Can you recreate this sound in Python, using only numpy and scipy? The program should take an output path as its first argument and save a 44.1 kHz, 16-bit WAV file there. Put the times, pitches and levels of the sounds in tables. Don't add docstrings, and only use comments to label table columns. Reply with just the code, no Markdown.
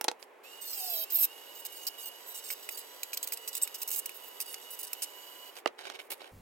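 import sys
import numpy as np
from scipy import signal
from scipy.fft import rfft, irfft, next_fast_len
from scipy.io import wavfile
from scipy.ndimage import uniform_filter1d, map_coordinates

SR = 44100
rng = np.random.default_rng(int(sys.argv[2]) if len(sys.argv) > 2 else 0)


def master(y):
    cut = np.clip(np.atleast_2d(y).T, -1, 1)
    pcm = np.round(cut * 32767)
    wavfile.write(sys.argv[1], SR, pcm.astype(np.int16))


N = 282715
TIME = np.arange(N) / SR

# frequency in Hz, relative level in dB.
AIR = [(24, -84), (40, -47), (124, -38.5), (215, -20), (422, -1), (600, -4.5), (663, -7), (810, -5.5),
       (1090, -8), (1240, -12), (1720, -13.5), (2210, -13), (4680, -32.5), (16000, -35.5)]
RUMBLE = [(20, -9), (65, -2.5), (130, -6.5), (220, -10), (400, -26), (1500, -37)]
# frequency in Hz, time to decay by 60 dB in seconds.
ROOM_DECAY = [(200, 0.18), (2000, 0.1), (14000, 0.069)]
# frequency in Hz, left over right in dB.
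EAR_LEVEL = [(60, -6), (130, 7), (290, -7), (640, -6.5), (1410, -6), (3100, -5.5), (6820, -1.5),
             (15000, -7)]
# frequency in Hz, lead of the left in radians.
EAR_PHASE = [(0, 2.95), (2580, 1.5), (2930, 0.24), (3790, 4.6), (5000, 0.5), (5680, 8.07), (6290, 7.12),
             (16500, 7.17)]
# start and end in seconds, level in dB, cutoff in Hz.
BRUSHES = [(0.193, 0.24, -61.5, 11900), (5.555, 5.587, -50.5, 8900), (5.783, 5.858, -49, 5430),
           (5.847, 5.879, -49.5, 5240), (5.892, 5.921, -48, 5530), (5.938, 5.962, -47, 5400),
           (5.99, 6, -44, 5060), (5.999, 6.07, -64, 12600), (6.105, 6.126, -35.5, 14700),
           (6.133, 6.31, -69.5, 10600), (6.197, 6.277, -55.5, 4440)]
# frequency in Hz, relative level in dB.
CLOTH = [(200, -27.5), (400, 5), (1500, -1.5), (2800, 2), (3600, 1.5), (4800, -2), (7000, -5), (11000, 2.5),
         (16000, 2)]
# start in seconds, relative levels of ring and crack # in dB,
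# cutoff of the crack in Hz, left over right in dB.
HANDLING_CLACKS = [(.0115, -18, -14, 13900, -9), (.0428, -37, -17.5, 13100, -20.5), (.0475, -17, -27, 12000, 8),
                   (.0822, -6, -7, 5700, -6.5), (.085, -32, -15, 4400, 20.5), (.1145, -18.5, -26.5, 8100, -9),
                   (.227, -64.5, -30, 5650, -13.5)]
BENCH_KNOCKS = [(5.567, -52, -35, 5600, -19), (5.659, -30, -11, 2700, -11), (5.6607, -12.5, -45, 2530, -17),
                (5.6725, -44, -29.5, 7100, 18), (5.6755, -40, -27, 4040, -27),
                (5.854, -56, -31.5, 3760, -23), (5.90, -31, -25, 4350, -13.5),
                (6.218, -34.5, -35, 4004, -10)]
# frequency in Hz, relative level in dB, 60 dB decay in seconds.
HANDLED_MODES = [(490, -12, 0.079), (740, -7, 0.017), (857, 4, 0.021), (1340, -10.5, 0.027), (2600, -9, .012)]
BENCH_MODES = [(377, -12, 0.073), (472, -6, 0.055), (655, 2.5, 0.02), (860, 7, 0.0085), (1195, 1, 0.017),
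               (1280, 1, 0.012), (2780, -1, 0.013)]
SHELL_MODES = [(2337, 0.5, 0.015), (2510, 0.5, 0.018)]
# frequency in Hz, relative level in dB.
MOTOR_HISS = [(120, -43), (200, -39), (448, -6.5), (2380, -15), (2860, -5.5), (3190, -9.5), (5040, -12),
              (5520, -15.5), (7140, -13.5), (10100, -20.5), (12200, -9.5), (16000, -21.5)]
# multiple of the shaft rate, relative level in dB, jitter in Hz.
MOTOR_ORDERS = [(1, -12.5, 25), (2, -18, 20), (7, -22, 55), (8, -21, 65), (9, -21, 75), (11, -21, 120),
                (12.05, -9.5, 70), (13, -19, 110), (15.1, -25, 120)]
# multiple of the drive rate, level relative to the whine in dB.
DRIVE_TONES = [(1, -21), (2, -19), (3, -1)]
# drive multiple to which the shaft rate adds, relative level in dB.
SIDEBANDS = [(3, 0), (4, -6), (5, -2), (7, 0), (13, -4), (15, -2)]
# time in seconds, level in dB.
WHINE_LEVEL = [(0.46, -54), (.6, -56), (.97, -53), (1.25, -57), (1.5, -54.5), (2.13, -53), (2.19, -61.5),
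               (2.3, -53), (2.58, -65), (2.7, -55), (2.9, -64), (3.15, -62), (3.7, -56), (4.09, -55.5),
               (4.18, -70), (4.25, -58.5), (4.55, -54.5), (4.85, -57.5), (5.48, -53)]
SIDEBAND_LEVEL = [(.5, -64), (2.1, -72), (2.3, -60), (3.0, -64), (3.4, -64.5), (4.4, -72), (5.4, -69)]
# multiple of the shaft rate, level at full load in dB.
GROAN_ORDERS = [(1, -48), (5, -50), (6, -47.5), (7, -48.5), (8, -51)]
# start and end in seconds, frequency in Hz, level in dB.
SQUEALS = [(0.898, 1.042, 12760, -37), (1.122, 1.16, 14300, -31), (1.143, 1.175, 13200, -25.5),
           (1.187, 1.213, 12940, -28), (1.215, 1.248, 12670, -26), (1.868, 1.885, 5067, -36),
           (3.622, 3.633, 8215, -27)]
# frequency in Hz, relative level in dB.
SHELL = [(900, -23), (1800, -13.5), (2400, -2.5), (3000, -5.5), (3650, -1), (4250, 4.5), (4650, -3),
         (5100, 9), (5700, -12), (7000, -48)]
SCRAPE = [(4500, -33), (5600, -4), (6400, 0), (6900, -1.5), (8000, 6.5), (9200, -3.5), (10100, -8),
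          (12000, -39)]
SIZZLE = [(9800, -29), (11200, -3.5), (12600, -2), (13100, 3), (13600, 1.5), (14400, -4), (15200, 0.5),
          (17000, -5)]
# time in seconds, level and shell boost in dB, drag in Hz.
PRESSES = [
    [(.612, -45.5, -4, 45), (.74, -39.5, -5.5, 125.9), (.78, -37.5, -11, 229), (.85, -40.5, -7, 228.6),
     (.91, -39.5, -11, 314.6), (1.045, -41, -17, 323.7)],
    [(1.1, -43, -9, 160), (1.15, -42.5, -5, 335.2), (1.215, -34.5, -10, 317.7), (1.24, -24, -11, 309.4),
     (1.254, -27.5, -7.5, 304)],
]
# start and end in seconds, level and shell boost in dB, drag in Hz.
CUTS = [(1.548, 1.612, -47, -10.5, 50), (1.65, 1.668, -36.5, -8, 127), (1.72, 1.857, -50, -2.5, 44.6),
        (1.867, 1.887, -32.5, -15, 206), (1.982, 2.09, -44.5, -7, 85), (2.265, 2.329, -45, -15, 12),
        (2.344, 2.398, -41.5, -7, 145), (2.44, 2.503, -45.5, -1, 97), (2.51, 2.537, -35, -12, 76),
        (2.627, 2.655, -48.5, -5, 32), (2.708, 2.76, -43, -6.5, 70), (2.772, 2.797, -40, -10, 78),
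        (2.8, 2.816, -49, -1, 51), (3.131, 3.148, -37, -2, 27.5), (3.228, 3.248, -36, -8.5, 31.2),
        (3.321, 3.344, -33.5, -10.5, 115), (3.476, 3.493, -34, -8, 48.7), (3.53, 3.548, -43.5, 0, 18.8),
        (3.551, 3.58, -34.5, -10.5, 142), (3.616, 3.654, -40, -5.5, 133), (3.743, 3.76, -37.5, -3, 100),
        (3.783, 3.815, -46, -17, 8.1), (3.817, 3.833, -33.5, -9.5, 33), (3.876, 3.895, -34, -10, 67),
        (3.914, 3.953, -31, -10.5, 165), (3.962, 3.999, -29.5, -16.5, 152),
        (4.144, 4.175, -46.5, -33, 23.4), (4.235, 4.29, -50.5, -17, 7.5), (4.402, 4.426, -33, -8, 103),
        (4.459, 4.54, -46, -5.5, 83), (4.614, 4.656, -56, 1, 73), (4.705, 4.752, -41.5, -15, 13.8),
        (4.79, 4.818, -39.5, -12, 14), (4.829, 4.856, -40, -10, 21.8), (4.869, 4.882, -43.5, -7, 8.6),
        (5.02, 5.046, -36.5, -0.5, 74)]
# start in seconds, then level, shell boost and knock level in dB.
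SNAGS = [(1.103, -36.5, -16, -56), (2.503, -35.5, 1.5, -33.5), (2.69, -38, -2, -33),
         (3.032, -31.5, -7, -40), (3.132, -43, -2, -35.5), (3.172, -32, -3.5, -42), (3.273, -36, -5.5, -47),
         (3.285, -42.5, -4, -55), (3.323, -44, -0.5, -38), (3.372, -42, -1, -49), (3.551, -29, -9.5, -54),
         (3.675, -41, -3.5, -39.5), (3.904, -29.5, -13, -49), (3.96, -30.5, -12, -54),
         (4.058, -30, -15, -42), (4.093, -39, -9.5, -39), (4.402, -32, -8.5, -47), (4.542, -42, 4, -40),
         (4.83, -32.5, -13, -63), (4.931, -31, -11, -39.5)]

ON_S, OFF_S, HISS_END_S = .4, 5.5, 5.6
DRIVE_HZ, FREE_HZ = 972, 1000
COLD_SAG_HZ, WARM_UP_S, HUNT_DEPTH_HZ = 80, 1.3, 6.5
INERTIA_S, COAST_HZ_PER_S = .045, 440
MOTOR_DB, COLD_DB, COAST_DB = -52.5, -2, -5
SNAG_S, SNAG_DRAG_HZ = .004537, 259.6
DAB_S, RASP_S, HEAVY_DB = .061, .032, -40
SWELL_DB, DAB_FADE_DB = 3.5, 6
SHELL_RISE, SIZZLE_FALL = 1.134, .78
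TOP_HZ = 15950


def amp(db):
    return 10 ** (np.asarray(db) / 20)


def unit(x):
    return x / np.sqrt(np.mean(x ** 2) + 1e-20)


def along(points, hz):
    knots_hz, values = np.transpose(points)
    return np.interp(np.log(hz + 1), np.log(knots_hz + 1), values)


def curves(rows):
    times, *columns = np.transpose(rows)
    return [np.interp(TIME, times, column) for column in columns]


def wobble(rate):
    return map_coordinates(rng.standard_normal(int(N * rate / SR) + 4), [TIME * rate], order=2)


def filtered(x, response):
    size = x.shape[-1]
    padded = next_fast_len(size + 8192)
    return irfft(rfft(x, padded) * response(np.fft.rfftfreq(padded, 1 / SR)), padded)[..., :size]


def coloured(x, spectrum):
    return unit(filtered(x, lambda hz: amp(along(spectrum, hz))))


def noise():
    return rng.standard_normal(N)


def phase(hz):
    return 2 * np.pi * np.cumsum(hz) / SR


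def gate(start, end, rise, fall):
    return np.clip((TIME - start) / rise + .5, 0, 1) * np.exp(-np.clip((TIME - end) / fall, 0, 30))


def background():
    shared = noise()
    air = coloured(np.array([1.72 * shared + .5 * noise(), shared + 1.9 * noise()]), AIR)
    late = np.clip((TIME - 6.31) / .012, 0, 1)
    return amp(-57 - 5.4 * late) * air + amp(-53.5) * late * coloured(noise(), RUMBLE)


def room(x):
    hz, t, spectra = signal.stft(rng.standard_normal((2, SR // 3)), SR, nperseg=256)
    tail = signal.istft(spectra * amp(-60 * t / along(ROOM_DECAY, hz)[:, None]), SR, nperseg=256)[1]
    delayed = np.pad(x, (130, 0))[None]
    return signal.fftconvolve(delayed, tail / np.linalg.norm(tail[0]), axes=1)[:, :N]


def placed(work, tone):
    t = np.arange(SR // 40) / SR
    clutter = rng.standard_normal((2, 2, len(t))) * amp(-60 * t / .021) * (t > .001)
    one, other = [signal.fftconvolve(work, c / np.linalg.norm(c[0]), axes=1)[:, :N] for c in clutter]
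    pose = 2 * wobble(2)
    scattered = np.cos(pose) * one + np.sin(pose) * other
    side = np.array([[.5], [-.5]])
    bench_echo = lambda hz: 1 + .013 * np.exp(-2j * np.pi * hz * .00137)
    direct = filtered(work + tone, lambda hz: np.exp(1j * side * along(EAR_PHASE, hz)) * bench_echo(hz))
    return filtered(direct + amp(-6.5) * scattered, lambda hz: amp(side * along(EAR_LEVEL, hz)))


def low_cut(x, cutoff_hz):
    return signal.sosfilt(signal.butter(4, cutoff_hz, "highpass", fs=SR, output="sos"), x)


def brushing():
    grain = coloured(noise() * amp(4.8 * wobble(700)), CLOTH)
    out = np.zeros(N)
    for start, end, db, top_hz in BRUSHES:
        stroke = unit(filtered(grain, lambda hz: 1 / np.sqrt(1 + (hz / top_hz) ** 6)))
        out += amp(db) * gate(start, end, .0098, .008) * stroke
    return out


def blows(rows, modes):
    out, t = np.zeros((2, N + SR)), np.arange(SR // 8) / SR
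    for start, ring_db, crack_db, top_hz, pan_db in rows:
        ring = sum(amp(db + rng.normal() - 60 * t / t60) * np.sin(2 * np.pi * hz * t)
                   for hz, db, t60 in modes)
        burst = rng.standard_normal(len(t))
        grit = unit(filtered(burst, lambda hz: (hz > 400) / np.sqrt(1 + (hz / top_hz) ** 6)))
        dull = filtered(grit, lambda hz: 1 / np.sqrt(1 + (hz / 2500) ** 2))
        crack = grit * amp(-60 * t / .014) + dull * amp(-29 - 60 * t / .08)
        sound = amp(ring_db - 16) * ring + amp(crack_db - 10.5) * crack
        out[:, round(start * SR):][:, :len(t)] += amp([[pan_db / 2], [-pan_db / 2]]) * sound
    return out[:, :N]


def cold():
    return np.exp(-np.clip(TIME - ON_S, 0, None) / WARM_UP_S)


def touches():
    return list(CUTS) + [(s, s + SNAG_S, db, shell_db, SNAG_DRAG_HZ) for s, db, shell_db, _ in SNAGS]


def shaft_speed():
    drag = sum(hz * ((TIME >= start) & (TIME < end)) for start, end, _, _, hz in touches())
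    for press in PRESSES:
        drag = drag + curves(press)[2] * ((TIME >= press[0][0]) & (TIME < press[-1][0]))
    target = (FREE_HZ + HUNT_DEPTH_HZ * wobble(7) - COLD_SAG_HZ * cold() - drag) * (TIME > ON_S)
    pole = np.exp(-1 / (INERTIA_S * SR))
    lagged = signal.lfilter([1 - pole], [1, -pole], target)
    return np.clip(lagged - COAST_HZ_PER_S * np.clip(TIME - OFF_S, 0, None), 0, None)


def motor(speed):
    sputter = amp(2.4 * wobble(900))
    hiss = coloured((noise() + .5 * np.array([noise(), noise()])) * sputter, MOTOR_HISS)
    lines = sum(amp(db + .83 * wobble(24)) * np.sin(phase(order * speed + jitter_hz * wobble(500)))
                for order, db, jitter_hz in MOTOR_ORDERS)
    running = np.clip((speed - 450) / 100, 0, 1) * gate(ON_S, HISS_END_S, .01, .012)
    level = running * amp(MOTOR_DB + COLD_DB * cold() + COAST_DB * (TIME > OFF_S))
    powered = gate(ON_S, OFF_S, .01, .035)
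    return level * (amp(-1.5) * hiss + np.sqrt(2) * powered * (speed / DRIVE_HZ) ** 6 * lines)


def whine(speed):
    chop, turn = phase(DRIVE_HZ + .39 * wobble(7.3)), phase(speed)
    tones = sum(amp(db) * np.sin(order * chop) for order, db in DRIVE_TONES)
    sidebands = sum(amp(db + 2.5 * wobble(14)) * np.sin(order * chop + turn) for order, db in SIDEBANDS)
    free = np.clip((speed - 780) / 130, .3, 1)
    flicker_db = 2.6 * wobble(35) - 1.3
    beating = amp(curves(WHINE_LEVEL)[0] + flicker_db) * (np.sin(2 * chop + turn) + free * tones)
    return gate(.445, OFF_S, .028, .0043) * (beating + amp(curves(SIDEBAND_LEVEL)[0]) * sidebands)


def shell_knocks():
    out, t = np.zeros(N), np.arange(SR // 20) / SR
    for start, _, _, knock_db in SNAGS:
        detune = 1 + .035 * rng.normal()
        ring = sum(amp(db - 60 * t / t60) * np.sin(2 * np.pi * hz * detune * t)
                   for hz, db, t60 in SHELL_MODES)
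        out[round(start * SR):][:len(t)] += amp(knock_db) * ring
    return out


def ping(peak_s=3.6349, hz=7960, db=-13, width_s=.001):
    t = TIME - peak_s
    return amp(db) * np.exp(-(t / width_s) ** 2) * np.sin(2 * np.pi * hz * t)


def groan(speed, load):
    pressed = gate(.76, 1.04, .065, .0053) + .5 * gate(1.145, 1.25, .016, .006)
    turn = phase(speed + 9 * wobble(200))
    tones = sum(amp(db + 2.5 * wobble(90)) * np.sin(order * turn + .11 * order * wobble(300))
                for order, db in GROAN_ORDERS)
    return np.sqrt(load) * pressed * tones


def squeals(speed, slip_rad=1.3, spray_db=-3.5):
    out = np.zeros(N)
    turn_fraction = phase(speed) / (2 * np.pi) % 1
    since_kick = turn_fraction / np.maximum(speed, 1)
    kick = (.2 + np.sin(np.pi * turn_fraction)) * amp(1.5 * wobble(260))
    for start, end, hz, db in SQUEALS:
        ring = np.sin(2 * np.pi * hz * since_kick + slip_rad * wobble(600) + .5 * wobble(2500))
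        spray = amp(spray_db) * coloured(noise(), SIZZLE)
        out += amp(db) * gate(start, end, .0021, .0025) * unit(kick * (unit(ring) + spray))
    return out


def contact():
    voice_gains = lambda db, shell_db: amp(db + np.array([[1], [.44], [0]]) * shell_db)
    heavy = lambda db: np.clip((db - HEAVY_DB) / 15, 0, .55)
    gains, rasp = np.zeros((3, N)), np.zeros(N)
    skip_db = 1.3 * wobble(220)
    for press in PRESSES:
        db, shell_db, _ = curves(press)
        touch = gate(press[0][0], press[-1][0], .003, .0016)
        gains += voice_gains(db, shell_db) * touch
        rasp += .5 * heavy(db) * touch
    for start, end, db, shell_db, _ in touches():
        length = end - start
        touch = gate(start, end, .0015, .0021)
        dab = np.exp(-(length / DAB_S) ** 2)
        first_bite = 1 + .8 * dab * np.exp(-np.abs(TIME - start - .002) / .001)
        slope_db = (SWELL_DB - DAB_FADE_DB * dab) * np.clip((TIME - start) / length - .5, -.5, .5)
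        pressure = first_bite * touch * amp(skip_db * (1 - dab) + slope_db)
        gains = np.maximum(gains, voice_gains(db, shell_db) * pressure)
        rasp = np.maximum(rasp, touch * (np.exp(-(length / RASP_S) ** 2) + heavy(db)))
    return gains, rasp


def bites(speed, load):
    turn = phase(speed * (1 + .003 * wobble(300) + .003 * wobble(60)))
    waver_rad = .56 + .5 * load
    buzz = sum(amp(4 * wobble(45)) * np.sin(k * turn + rng.uniform(0, 2 * np.pi) + waver_rad * wobble(200))
               for k in range(4, 25))
    chips = noise() * (1 + .6 * np.cos(turn)) * amp(2.2 * wobble(700))
    return unit(buzz), unit(chips)


def spot_colour(x, depth_db=2):
    spectra = signal.stft(x, nperseg=256)[2]
    patches = uniform_filter1d(rng.standard_normal(spectra.shape), size=5, axis=0)
    patches = uniform_filter1d(patches, size=30, axis=1)
    return signal.istft(spectra * amp(depth_db * unit(patches)), nperseg=256)[1][:N]


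def grinding(speed):
    gains, rasp = contact()
    load = np.clip((880 - speed) / 250, 0, 1)
    buzz, chips = bites(speed, load)
    travel = np.clip((TIME - 2.9) / 2.8, 0, 1)

    def voice(spectrum, rough):
        torn = np.clip(rough + rasp + .3 * load, 0, 1)
        return coloured(np.sqrt(1 - torn) * buzz + np.sqrt(torn) * chips, spectrum)

    def moving_voice(spectrum, shift, rough):
        shifted = np.array(spectrum) * [shift, 1]
        return (1 - travel) * voice(spectrum, rough) + travel * voice(shifted, rough)

    shell = amp(-4.5) * moving_voice([(200, -63)] + SHELL, SHELL_RISE, rough=.18)
    scrape = amp(-5 - 1.5 * load) * voice(SCRAPE, rough=.12)
    sizzle = amp(-2.5) * moving_voice(SIZZLE, SIZZLE_FALL, rough=.12)
    throb_db = (1 + 2.5 * load) * np.sin(phase(DRIVE_HZ - speed))
    chatter = amp(throb_db * (1 - rasp) + 1.2 * wobble(140) + .7 * wobble(400))
    return spot_colour(chatter * (gains * [shell, scrape, sizzle]).sum(0)) + groan(speed, load)


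def scene():
    speed = shaft_speed()
    tool = motor(speed)
    cut = grinding(speed) + squeals(speed) + ping() + shell_knocks()
    work = tool + low_cut(cut, cutoff_hz=291) + brushing()
    hits = low_cut(blows(HANDLING_CLACKS, HANDLED_MODES) + blows(BENCH_KNOCKS, BENCH_MODES), cutoff_hz=305)
    near = placed(work, whine(speed)) + hits
    return near + amp(-14.5) * room((work + hits).mean(0)) + background()


def record(dry):
    return filtered(dry, lambda hz: hz < TOP_HZ)


dry = scene()
out = record(dry)
master(out)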